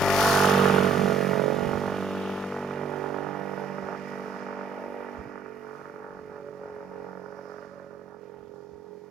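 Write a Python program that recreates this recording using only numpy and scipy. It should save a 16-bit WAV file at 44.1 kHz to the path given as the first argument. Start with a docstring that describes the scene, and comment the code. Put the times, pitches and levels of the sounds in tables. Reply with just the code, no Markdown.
"""A single-cylinder motorcycle overtakes a slow bicycle on a country road and draws away between hedges.
Each firing puffs pulses and gas through exhaust resonances; engine and tyre hiss is shaped noise that flares
at each firing. The bicycle adds low rolling noise, damped bumps and ticks; insects rasp in the right-hand hedge.
At the handlebar microphones each part of the spectrum has its own shifting left-right place."""
import sys
import numpy as np
from scipy import signal
from scipy.fft import rfft, irfft, next_fast_len
from scipy.io import wavfile
from scipy.ndimage import uniform_filter1d, map_coordinates

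SR = 44100
rng = np.random.default_rng(int(sys.argv[2]) if len(sys.argv) > 2 else 0)


def to_wav(sig):
    """Store sig (one row per channel, or 1-D mono) as 16-bit WAV at the path in sys.argv[1].

    Samples outside -1..1 are clipped; the rate is SR.
    """
    pcm = np.clip(np.atleast_2d(sig), -1, 1) * 32767
    pcm = np.round(pcm).astype(np.int16)
    wavfile.write(sys.argv[1], SR, pcm.T)  # frames by channels


N = 401310

# Firing rate of the engine. Each row: time in seconds, rate in Hz.
FIRING_RATE = [(0.0, 49.07), (0.3, 48.21), (0.55, 47.89), (1.25, 47.14), (1.7, 47.7), (2.3, 48.22),
               (3.0, 48.3), (3.4, 48.57), (3.7, 48.36), (4.4, 48.29), (5.3, 48.25), (6.0, 47.84),
               (6.5, 47.24), (7.0, 46.03), (7.5, 46.51), (8.1, 46.22), (8.45, 45.59), (9.1, 46.3)]
# Exhaust as heard at the handlebar. Each row: time in seconds, throb, boom, honk, bark, snap levels in dB.
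EXHAUST_LEVELS = [(0.0, -25, -41, -33, -32.5, -32.5), (0.07, -34, -25, -32, -34, -33),
                  (0.25, -30, -18, -41, -27.5, -24.5), (0.38, -31, -41, -49, -27.5, -23),
                  (0.46, -28.5, -33, -27, -30.5, -25), (0.63, -30, -21, -27, -31, -25),
                  (1.24, -37, -27.5, -37, -39.5, -36), (1.34, -40, -23, -36, -37, -36),
                  (1.47, -37, -19, -29, -38.5, -38.5), (1.77, -38, -32, -60, -39.5, -39),
                  (1.9, -37, -46, -35, -43, -39), (2.1, -36, -45, -46, -46, -41.5),
                  (2.66, -42.5, -53, -45.5, -43.5, -44), (2.91, -38, -41, -46, -40, -42.5),
                  (4.36, -44, -50, -50.5, -46.5, -44), (4.89, -45, -35, -48, -43.5, -47.5),
                  (5.14, -46, -47, -56, -46.5, -46), (5.3, -46, -45, -62, -53, -49),
                  (5.53, -53, -49, -67, -56, -50.5), (5.98, -45, -42.5, -68, -52.5, -50),
                  (6.51, -48.5, -44, -58, -56.5, -55), (7.0, -45, -40.5, -59, -50.5, -52.5),
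                  (7.75, -49.5, -47.5, -53.5, -61.5, -52.5), (8.16, -53, -44, -64, -59, -59.5),
                  (9.05, -53, -46.5, -75, -61.5, -67), (9.1, -55, -63, -64, -62, -61)]
# Left-right place of each part, wandering separately. Each row: time in seconds, then left minus right in dB
# for throb, boom, bark and snap.
EXHAUST_PLACES = [(0.0, 13.5, 3, 5, 5), (0.38, 1, -8, -6.5, -9), (0.83, -6.5, -18, -8.5, -21),
                  (1.57, -13, -48, -10, -25), (1.82, -12, -7, -3.5, -17), (2.15, -7.5, 3.0, 5, -2),
                  (2.43, 1, 6.5, 6, 0), (2.81, -4, -9.5, -9, -20), (3.27, -12.5, -34, -7, -28),
                  (4.16, -11.5, -3.5, 2, -29), (5.55, -12, -16.5, 2, -26), (6.08, -12, -5, 6.0, -22),
                  (6.54, -11, -10, -5, -23), (6.69, -11, -3, 5, -25), (7.02, -11, -26, 2.5, -28),
                  (7.48, -12.5, -7.5, -5.5, -32), (8.64, -14, -28, -2, -23), (9.1, -13, -33, -1.5, -13.5)]
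# Firings that crack louder or fall weaker. Each row: time in seconds, strength in units of the usual scatter.
ODD_FIRINGS = [(.281, -1), (.362, 0.5), (.425, 0), (.446, 1.3), (.718, -3), (.741, 0), (1.122, 0.95),
               (1.291, 0), (1.333, 0.89), (1.397, 1.3), (1.481, 0.5), (1.502, 0.63), (1.793, -5),
               (1.857, 0.3), (1.879, 1.3), (2.293, 1.5), (2.666, -2), (2.71, 1.2), (2.813, 1.2), (2.832, 1),
               (3.039, 1.8), (3.183, 1.7), (3.555, -5), (3.783, 2.3), (3.886, 1.2), (3.969, -5),
               (4.031, -3.5), (4.113, 0), (4.196, 1.5), (4.61, 1.8), (4.776, 0), (5.46, 2), (5.835, -6.5),
               (5.855, 1.7), (5.897, 2), (5.918, -4), (5.96, 1.7), (6.211, -1), (6.485, 1.7), (6.591, -3),
               (6.765, 1.6), (7.044, 1.4), (7.389, 1.8), (7.455, 1.7), (7.562, 0), (7.583, 1.7),
               (7.691, -4), (7.798, 1.8), (7.885, -5), (8.994, -8)]
# Distant swells of honk, bark and snap. 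Each row: middle in seconds, half length in seconds, gain in dB.
RASP_SWELLS = [(3.917, 0.045, 2), (6.03, 0.19, 0.5), (6.754, 0.1, 3), (7.09, 0.042, 2.5), (7.524, 0.2, 2),
               (7.953, 0.15, 0.5)]

# The firing rate and its double as tones. Each row: time in seconds, first and second levels in dB.
DEEP_TONES = [(0, -48, -36), (.3, -46, -38), (1, -55, -42), (1.3, -62, -55), (1.7, -67, -47), (2, -67, -47),
              (3, -62, -57.5), (3.9, -70, -65.5), (9.1, -82, -71)]
# Partials in the throb. Each row: time in seconds, third and fifth levels in dB.
THROB_PARTIALS = [(0, -39, -43), (.25, -37, -38), (.6, -32.5, -32), (1, -35.5, -34.5), (1.4, -38, -38),
                  (1.8, -40.5, -36), (2.2, -58, -47), (2.6, -45.5, -42), (3, -44.5, -42.5), (3.4, -47, -55),
                  (3.8, -49.5, -51), (4.2, -55, -47), (4.6, -62, -47.5), (5, -70, -49), (5.4, -62, -51.5),
                  (6, -59.5, -58), (7, -61, -64), (7.6, -61, -60), (9.1, -66.5, -67)]
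# Partials that carry the note. Each row: time in seconds, fourth, ninth and twelfth levels in dB.
NOTE_PARTIALS = [(0, -38, -42, -34.5), (.25, -36.5, -33.5, -43), (.6, -26.5, -25, -33.5),
                 (1, -29, -29.5, -38), (1.4, -34.5, -29, -36.5), (1.8, -38, -35, -39.5),
                 (2.2, -36, -41, -45.5), (2.6, -42.5, -41.5, -48), (3, -53, -39, -42),
                 (3.4, -41, -41.5, -47), (3.8, -42, -43.5, -44.5), (4.2, -44, -43, -50),
                 (4.6, -46, -48, -46), (5, -55.5, -47.5, -46), (5.4, -55.5, -45.5, -60.5),
                 (5.8, -65, -48, -57), (6.2, -54, -45.5, -54), (6.6, -58, -43.5, -49),
                 (7, -53.5, -45.5, -53.5), (7.4, -53, -45.5, -53.5), (7.8, -57, -49.5, -51.5),
                 (8.2, -60, -47, -64.5), (9.1, -57, -47.5, -66)]
# Neighbours of the ninth partial. Each row: time in seconds, eighth and tenth levels in dB.
BOOM_FLANKS = [(0, -32, -44), (.12, -32, -52), (.25, -32.5, -35), (.6, -30.5, -26.5), (1, -33, -32.5),
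               (1.4, -40, -34), (1.8, -39, -38.5), (2.2, -40.5, -42.5), (2.6, -43.5, -42.5),
               (3, -36.5, -44), (3.4, -44.5, -42.5), (3.8, -44, -49), (4.2, -47, -44.5), (4.6, -49, -48.5),
               (5, -49, -47.5), (5.6, -55, -55), (6.2, -56, -53), (6.6, -51.5, -53.5), (7, -65, -46.5),
               (7.4, -63, -55), (7.8, -59, -57.5), (8.2, -65, -53), (9.1, -61, -57)]
# The fourteenth partial, singing out alongside. Each row: time in seconds, level in dB.
WHINE_LEVEL = [(0, -39), (.1, -29.5), (.3, -29), (.45, -36), (.8, -36), (1.4, -38), (1.8, -44.5),
               (2.4, -49), (3, -64), (3.4, -47), (3.8, -68), (4.2, -57), (5, -56.5), (6.2, -68),
               (7.4, -58.5), (9.1, -82)]

# Resonances of the exhaust parts. Each row: centre in Hz, width in Hz, relative level in dB.
THROB_MODES = [(141.5, 86, -3), (194.7, 51, 1), (239.2, 11.3, -2), (324, 100, -2)]
BOOM_MODES = [(402.5, 9.1, 1.8), (404, 35.2, 9.1), (481, 67, 4.3)]
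HONK_MODES = [(572, 45, 0), (625, 40, -3), (672, 40, -5)]
BARK_MODES = [(844, 120, 72), (874, 22, 0.72)]
SNAP_MODES = [(1025, 226, -2), (1265, 155, 3), (1447, 75, 3.5), (1756, 118, -2)]
# Ringing of the silencer shell. Each row: centre in Hz, width in Hz, relative level in dB.
SHELL_MODES = [(1921, 65, 1), (2404, 300, -8)]

# Engine and tyre hiss at the handlebar. Each row: time in seconds, low, lower middle and high levels in dB.
HISS_LEVELS = [(0.0, -35, -35, -45), (0.02, -34, -42, -45), (0.2, -31.5, -38, -37.5),
               (0.3, -32, -38, -36.5), (0.45, -37, -33, -40.5), (0.58, -35, -34.5, -45.5),
               (0.88, -39.5, -41.5, -51.5), (1.44, -43.5, -48, -59), (1.93, -49, -49.5, -62.5),
               (2.28, -52.5, -47, -63), (2.76, -49.5, -57, -69), (4.05, -51, -64, -71.5),
               (5.19, -53, -66, -76), (5.32, -57.5, -90, -78.5), (6.31, -61.5, -92, -81),
               (7.63, -63.5, -99, -79.5), (8.17, -72, -95, -88.5), (8.23, -67, -75, -85),
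               (8.31, -67, -75, -85.5), (8.48, -71.5, -74, -86.5), (8.56, -75, -87, -84.5),
               (9.1, -71, -93, -85)]
# Colours of the four hiss bands, low to high. Each row: frequency in Hz, relative spectral level in dB per Hz.
LOW_COLOUR = [(1030, -56), (1750, -2), (1900, -5), (2070, -12), (2900, -15), (3770, -47), (6380, -120)]
LOWER_COLOUR = [(1680, -4.5), (2850, 2), (3740, -5), (4000, -3.5), (5200, -41), (8800, -120)]
MIDDLE_COLOUR = [(2350, -10.5), (4000, -5.5), (5270, -4.5), (6120, -7), (7210, -10.5), (7800, -14),
                 (10100, -23.5), (17200, -120)]
UPPER_COLOUR = [(4590, -41), (7800, -41), (8360, -7), (10100, -5), (13800, -8), (15500, -9), (16100, -24)]

# Scatter from the hedges. Each row: frequency in Hz, time to decay by 60 dB in seconds.
HEDGE_DECAY = [(100, 1), (1000, 0.13), (5000, 0.022)]
# Echo from a roadside wall, mostly ever sooner. Each row: time in seconds, delay in ms.
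WALL_DELAY = [(0, 17.5), (.6, 19.3), (1.3, 14.7), (2.25, 9), (2.95, 8.5), (3.45, 5.8), (3.9, 4.7),
              (5.1, 4.35), (5.7, 2.3), (6.2, 1.4), (9.1, 2.4)]

# Rolling rumble through the bicycle. Each row: time in seconds, level in dB.
ROLLING_LEVEL = [(0, -62), (1.1, -56), (1.4, -53), (1.7, -46), (2.2, -64), (4.5, -68), (5.2, -67), (6, -64),
                 (7, -65), (7.8, -72), (8.7, -69), (9.1, -70)]
# Colour of the rolling rumble. Each row: frequency in Hz, relative spectral level in dB per Hz.
RUMBLE_COLOUR = [(25, -36), (38, -9), (60, -1), (130, -2), (300, -4.5), (500, -28), (900, -120)]
# Bumps through the frame. Each row: time in seconds, level in dB before the push is shaped, pitch in Hz.
FRAME_BUMPS = [(1.16, -43, 103), (1.331, -25, 90), (1.683, -21, 101), (1.761, -23, 90), (3.852, -39, 84.5),
               (5.203, -25, 70), (5.276, -31, 131), (8.749, -39.5, 79.5)]
# Small bicycle ticks. 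Each row: start in seconds, starting level in dB before placing.
BICYCLE_TICKS = [(5.236, -61), (5.5707, -61), (6.754, -63)]
# Insects in the hedge. Each row: time in seconds, level in dB.
INSECT_LEVEL = [(0, -75), (3, -72), (3.6, -65), (4.3, -65.5), (5, -73), (6, -79.5), (7, -77.5),
                (7.5, -68.5), (8, -86), (9.1, -87)]
# Notches of the microphone housing. Each row: centre in Hz, width in Hz, gain in dB.
HOUSING_NOTCHES = [(3960, 62, -17), (7750, 150, -16)]

RECEDE_S = 3.55  # time scale of drawing away
FLUTTER_DB, BOOM_FLUTTER_DB, WAVER_DB = 1.64, 3, 2.2  # the air makes the note flutter; far partials waver
ALONGSIDE_S = .7  # until then the sharp parts of a puff arrive well ahead of the boom
GROUPED, OWN_SCATTER = .35, .35  # scatter shared by neighbouring firings; scatter of each part by itself
UNEVEN_NEAR, UNEVEN_FAR = .6, 1.35  # firing scatter alongside and in the distance
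SOFTENS_DB = 4  # far away the gas gains on bark and snap
ARRIVAL_GAS_DB, ARRIVAL_S = 7, .25  # before the pipe points our way the gas drowns the strokes
CHAMBER_HZ, CHAMBER_WIDTH_HZ = 215, 40  # the silencer delays the throb around this pitch
HISS_LEFT_DB, HISS_RIGHT_DB, CROSSING_S = 16.5, -12, 1.1  # the hiss passes from left to right
MIDDLE_DB, MIDDLE_GAINS_DB = 6.5, 3.5  # upper middle over the high hiss, and what it gains far away
GUSTS_DB, PATCHES_DB = 1, 1.7  # swells of the lower and of the upper hiss
SHUDDER_DB, SHUDDER_S = -24, .035  # the frame shudders around each bump
BOTTOM_HZ, TOP_HZ = 36, 16250  # reach of the microphones


def motorcycle():
    """Exhaust puffs and hiss pass the handlebar; throb, boom, bark and snap each keep their own place."""
    turns = np.cumsum(curves(FIRING_RATE)[0]) / SR + .34  # firings so far
    puffs = exhaust_puffs(turns)
    throb_db, boom_db, *rasp_db = curves(EXHAUST_LEVELS)
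    swell_db = sum(db * np.exp(-((np.arange(N) / SR - s) / half) ** 4) for s, half, db in RASP_SWELLS)
    honk_db, bark_db, snap_db = rasp_db + swell_db + FLUTTER_DB * far() * wobble(16)
    boom_db = boom_db + BOOM_FLUTTER_DB * wobble(9)
    throb_at, boom_at, bark_at, snap_at = curves(EXHAUST_PLACES)
    fourth_db, ninth_db, twelfth_db = curves(NOTE_PARTIALS)

    note = placed(exhaust_throb(puffs, turns, throb_db, fourth_db), throb_at)
    note = note + placed(exhaust_boom(puffs, turns, boom_db, ninth_db), boom_at)
    honk = exhaust_honk(puffs, turns, honk_db, twelfth_db)
    bark = exhaust_bark(puffs, bark_db)
    note = note + placed(honk + bark + intake_roar(bark_db), bark_at)
    note = note + placed(exhaust_snap(puffs, snap_db), snap_at)
    return note + placed(hiss(turns, shell_ring(puffs)), crossing())


def exhaust_puffs(turns):
    """Gives a maker of pulse trains: uneven strokes, partly shared by neighbours, plus the hedges' answer."""
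    draw = np.clip(rng.standard_normal((int(turns[-1]) + 1, 2)), -1.5, 1.3)  # size, timing
    moments = np.linspace(0, N - 1, len(draw)).astype(int)
    shared = wobble(7)[moments].clip(-1.5, 1.3)
    draw[:, 0] = np.sqrt(1 - GROUPED) * draw[:, 0] + np.sqrt(GROUPED) * shared
    draw[:, 0] *= UNEVEN_NEAR + (UNEVEN_FAR - UNEVEN_NEAR) * far()[moments]
    for s, strength in ODD_FIRINGS:
        draw[round(turns[round(s * SR)]) - 1] = strength, 0
    scattered = hedges(firings(turns, draw, scatter_db=0.5, jitter=0, late=0.004044))

    def puffs(scatter_db, late, hedge_db, drag=0, lead=0):
        own = OWN_SCATTER * rng.standard_normal(draw.shape).clip(-1.5, 1.5)
        direct = firings(turns, draw + own, scatter_db, .00009, late, drag, lead)
        return direct + amp(hedge_db) * scattered

    return puffs


def exhaust_throb(puffs, turns, throb_db, fourth_db):
    """The lowest, latest part of a puff, phase-delayed in the silencer and echoed by a wall, with two deep tones."""
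    deep_puffs = puffs(0.4, late=0.0055, hedge_db=-19)
    throb = part(deep_puffs, THROB_MODES, lo_hz=112, hi_hz=318, gas_db=-19 + SOFTENS_DB * far())
    chamber = lambda hz: np.exp(-1j * np.arctan2(hz * CHAMBER_WIDTH_HZ, CHAMBER_HZ ** 2 - hz ** 2))
    echoed = unit(wall(filtered(throb, chamber), echo_db=-10))
    third_db, fifth_db = curves(THROB_PARTIALS)
    throb = voiced(echoed, turns, throb_db, {3: third_db, 4: fourth_db, 5: fifth_db})
    for order, db in enumerate(curves(DEEP_TONES), 1):
        throb = throb + np.sqrt(2) * amp(db) * np.sin(2 * np.pi * order * turns)
    return throb


def exhaust_boom(puffs, turns, boom_db, ninth_db):
    """The boom builds just after the snap, around the ninth multiple of the firing rate."""
    boom_puffs = puffs(0.8, late=0.003, hedge_db=-21, drag=0.003)
    boom = part(boom_puffs, BOOM_MODES, lo_hz=290, hi_hz=520, gas_db=-17 + 1.6 * gas_gain())
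    eighth_db, tenth_db = curves(BOOM_FLANKS)
    return voiced(boom, turns, boom_db, {8: eighth_db, 9: ninth_db, 10: tenth_db})


def exhaust_honk(puffs, turns, honk_db, twelfth_db):
    """The honk resonates between boom and bark and carries the twelfth and fourteenth partials."""
    honk_puffs = puffs(1.6, late=.005, hedge_db=-20, drag=.001)
    honk = part(honk_puffs, HONK_MODES, lo_hz=530, hi_hz=715, gas_db=-14 + 2 * SOFTENS_DB * far())
    return voiced(honk, turns, honk_db, {12: twelfth_db, 14: curves(WHINE_LEVEL)[0]})


def exhaust_bark(puffs, bark_db):
    """Puffs and gas strike resonances that ring on above the honk."""
    bark_puffs = puffs(1.8, late=.0022, hedge_db=-9, drag=.004, lead=.004)
    bark = part(bark_puffs, BARK_MODES, lo_hz=775, hi_hz=1010, gas_db=-9 + gas_gain(), ringing=True)
    return amp(bark_db) * bark


def exhaust_snap(puffs, snap_db):
    """The sharp, ringing top of each puff comes first."""
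    snap_puffs = puffs(3.2, late=-0.000947, hedge_db=-7, drag=0.00603, lead=0.0074)
    snap = part(snap_puffs, SNAP_MODES, lo_hz=930, hi_hz=1864, gas_db=-4 + gas_gain(), ringing=True)
    return amp(snap_db) * snap


def intake_roar(bark_db):
    """The intake roars between honk and bark: band noise that follows the bark and falls back with distance."""
    roar = unit(through(noise_pair(0.93), [(612, 110, 0)], lo_hz=695, hi_hz=800))
    return amp(bark_db - 5 - 3.4 * far()) * roar


def shell_ring(puffs):
    """The silencer shell rings to puffs and gas."""
    shell_puffs = puffs(4.2, late=0, hedge_db=8.0)
    return part(shell_puffs, SHELL_MODES, lo_hz=1700, hi_hz=2720, gas_db=-0.5, ringing=True)


def hiss(turns, ring):
    """Gas and tyre noise; valve clatter makes it flare at each firing. The nearer, the more alike on both sides."""
    low_db, lower_db, upper_db = curves(HISS_LEVELS)
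    low_db = low_db + GUSTS_DB * wobble(8)
    lower_db = lower_db + GUSTS_DB * wobble(7.8)
    middle_db = upper_db + MIDDLE_DB + MIDDLE_GAINS_DB * far() + PATCHES_DB * far() * wobble(5)
    upper_db = upper_db + PATCHES_DB * far() * wobble(4)
    near = np.exp(-np.arange(N) / SR / 1.3)

    t = np.arange(SR // 25) / SR
    clatter_draw = rng.standard_normal((int(turns[-1]) + 1, 2))
    clatter = firings(turns, clatter_draw, scatter_db=2.0, jitter=0.00065, late=0.0062)
    flare = signal.fftconvolve(clatter, t / 0.001 * np.exp(1 - t / 0.0023))[:N]

    def band(colour, alike, depth):
        noise = filtered(noise_pair(alike), lambda hz: amp(along(colour, hz)))
        return unit((1 + depth * (0.35 + 0.22 * near) * flare) * noise)

    low = amp(low_db) * unit(band(LOW_COLOUR, 0.99, depth=0.65) + amp(1.0) * ring)
    lower = amp(lower_db) * band(LOWER_COLOUR, 0.55 + 0.66 * near, depth=0.62)
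    middle = amp(middle_db) * band(MIDDLE_COLOUR, .3 + .65 * near, depth=.4)
    upper = amp(upper_db) * band(UPPER_COLOUR, .15 + .8 * near, depth=.6)
    return low + lower + middle + upper


def bicycle():
    """Rolling rumble, soft bumps and tiny ticks reach the handlebar through the frame."""
    return rolling() + placed(bumps_and_ticks(), -9)


def rolling():
    """Low noise comes in lumps and swells where the frame shudders around each bump."""
    lumps_db = 4.5 * wobble(9)
    t = np.arange(N) / SR
    shudder = sum(amp(db + SHUDDER_DB) * np.exp(-((t - s) / SHUDDER_S) ** 2) for s, db, hz in FRAME_BUMPS)
    rumble = unit(filtered(noise_pair(0.38), lambda hz: amp(along(RUMBLE_COLOUR, hz))))
    return (amp(curves(ROLLING_LEVEL)[0] + lumps_db) + shudder) * rumble


def bumps_and_ticks():
    """A bump is a damped sine with a weak overtone; a tick is a noise grain that dies in milliseconds."""
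    jolts, t = np.zeros(N + SR), np.arange(SR // 8) / SR
    for s, db, hz in FRAME_BUMPS:
        overtone = np.sin(2 * np.pi * hz * rng.uniform(2.2, 2.4) * t + rng.uniform(0, 2.7))
        shake = np.sin(2 * np.pi * hz * t) + 0.2 * overtone
        push = shake * (t / 0.042) * np.exp(1 - t / 0.0095)
        jolts[round((s - .02) * SR):][:len(t)] += amp(db) * push  # begins 20 ms ahead of the listed time
    for s, db in BICYCLE_TICKS:
        jolts[round(s * SR):][:len(t)] += amp(db - 60 * t / 0.005) * rng.standard_normal(len(t))
    return jolts[:N]


def insects():
    """A narrow, wavering band of noise rasps from the hedge on the right."""
    rasp = through(noise_pair(0.17), [(5260, 810, 0)], lo_hz=4100, hi_hz=6400)
    return placed(amp(curves(INSECT_LEVEL)[0] + wobble(12)) * unit(rasp), -11)


def hedges(x):
    """The roadside scatters a dying answer, highs dying first, not quite the same on both sides."""
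    hz, t, z = signal.stft(noise_pair(0.99)[:, :SR // 3], SR, nperseg=256)
    tail = signal.istft(z * amp(-60 * t / along(HEDGE_DECAY, hz)[:, None]), SR, nperseg=256)[1]
    return signal.fftconvolve(x[None], tail / np.linalg.norm(tail[0]), axes=1)[:, :N]


def wall(x, echo_db):
    """x and its echo; their comb of notches climbs as the delay shrinks."""
    earlier = np.arange(N) - curves(WALL_DELAY)[0] * SR / 1000
    echo = np.array([np.interp(earlier, np.arange(N), side) for side in x])
    return x + amp(echo_db) * echo


def far():
    """0 alongside, towards 1 in the distance."""
    return 1 - np.exp(-np.arange(N) / SR / RECEDE_S)


def crossing():
    """Left minus right dB of a source that moves from beside to ahead."""
    return HISS_RIGHT_DB + (HISS_LEFT_DB - HISS_RIGHT_DB) / (1 + (np.arange(N) / SR / CROSSING_S) ** 2)


def gas_gain():
    """Gas gain in dB: high before the pipe points our way, rising again with distance."""
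    return SOFTENS_DB * far() + ARRIVAL_GAS_DB * np.exp(-(np.arange(N) / SR / ARRIVAL_S) ** 2)


def firings(turns, draw, scatter_db, jitter, late, drag=0, lead=0):
    """One pulse a firing, uneven in size and timing (s); drag delays and lead advances it (s) while near."""
    at = np.flatnonzero(np.diff(np.floor(turns)))
    t = at / SR
    shift = late + drag * np.exp(-t / 1.185) - lead * np.exp(-(t / ALONGSIDE_S) ** 4)
    shift = shift + jitter * draw[:len(at), 1]
    moved = np.clip(at + np.round(shift * SR), 0, N - 1).astype(int)
    return np.bincount(moved, amp(scatter_db * draw[:len(at), 0]), N)


def part(puffs, modes, lo_hz, hi_hz, gas_db, ringing=False):
    """One part of the exhaust note: puffs and turbulent gas in the same resonances."""
    gas = amp(gas_db) * rng.standard_normal(N)
    return unit(through(unit(puffs) + gas, modes, lo_hz, hi_hz, ringing))


def voiced(x, turns, db, lines):
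    """A part at its level, its strongest partials at levels of their own that waver far away."""
    taken = [(partial(x, turns, order), line_db) for order, line_db in lines.items()]
    rest = x - sum(line for (line, _), _ in taken)
    sung = sum(amp(line_db + WAVER_DB * far() * wobble(8)) * even for (_, even), line_db in taken)
    return amp(db) * rest + sung


def partial(x, turns, order):
    """One multiple of the firing rate taken out of x: as it is, and levelled to an rms near 1."""
    carrier = np.exp(2j * np.pi * order * turns)
    mean = lambda v, size: uniform_filter1d(uniform_filter1d(v, size), size)
    z = mean(x * carrier.real, size=SR // 47) - 1j * mean(x * carrier.imag, size=SR // 47)
    line = 2 * (z * carrier).real
    return line, line / (np.sqrt(2) * mean(np.abs(z), size=SR // 5) + 1e-9)


def through(x, modes, lo_hz, hi_hz, ringing=False):
    """x coloured by the modes between two steep edges: a compact burst, or a blow that rings on."""
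    def ring(f):
        return sum((-1) ** k * amp(db) * 1j * f * w / (c * c - f * f + 1j * f * w)
                   for k, (c, w, db) in enumerate(modes))

    edge = lambda f: 1 / (1 + (lo_hz / (f + 1)) ** 12) / (1 + (f / hi_hz) ** 12)
    return filtered(x, lambda f: (ring(f) if ringing else np.abs(ring(f))) * edge(f))


def filtered(x, response):
    """x times a complex response of frequency."""
    m = next_fast_len(N + SR // 2)
    return irfft(rfft(x, m) * response(np.fft.rfftfreq(m, 1 / SR)), m)[..., :N]


def placed(x, left_db):
    """Sets left minus right in dB with constant-power gains."""
    turn = np.arctan(amp(left_db))
    return np.sqrt(2) * x * np.array([np.sin(turn), np.cos(turn)]).reshape(2, -1)


def noise_pair(alike):
    """Two white noises with the given likeness."""
    a, b = rng.standard_normal((2, N))
    turn = np.arccos(np.clip(alike, -1, 1)) / 2
    return np.array([np.cos(turn) * a + np.sin(turn) * b, np.cos(turn) * a - np.sin(turn) * b])


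def wobble(rate):
    """A smooth random curve, rate knots a second."""
    at = np.arange(0, N + 64, 64)
    knots = rng.standard_normal(int(N * rate / SR) + 4)
    return np.interp(np.arange(N), at, map_coordinates(knots, [at * rate / SR]))


def curves(rows):
    """One value per sample for each column after the time."""
    s, *cols = np.transpose(rows)
    return [np.interp(np.arange(N) / SR, s, c) for c in cols]


def along(points, hz):
    """(Hz, value) points on a log axis."""
    f, v = np.transpose(points)
    return np.interp(np.log(hz + 1), np.log(f + 1), v)


def amp(db):
    """Amplitude ratio of a level in dB."""
    return 10 ** (np.asarray(db) / 20)


def unit(x):
    """x at an rms of 1."""
    return x / np.sqrt(np.mean(x ** 2) + 1e-20)


def scene():
    """The motorcycle, the bicycle under the microphones and the hedge insects together."""
    return motorcycle() + bicycle() + insects()


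def record(dry):
    """The right capsule hears lower tones a little later, the housing notches two bands, the capsules hiss faintly."""
    notch = lambda hz: amp(sum(db * np.exp(-((hz - c) / w) ** 2) for c, w, db in HOUSING_NOTCHES))
    sides = np.array([[1], [-1]])  # left early, right late
    lag = lambda hz: np.exp(1j * np.pi * hz * .00003 / (1 + (hz / 4000) ** 2) * sides)
    reach = lambda hz: (hz < TOP_HZ) / (1 + (BOTTOM_HZ / (hz + 1)) ** 8)
    capsule_hiss = amp(-82.5) * rng.standard_normal((2, N))
    return filtered(dry + capsule_hiss, lambda hz: lag(hz) * notch(hz) * reach(hz))


dry = scene()
out = record(dry)
to_wav(out)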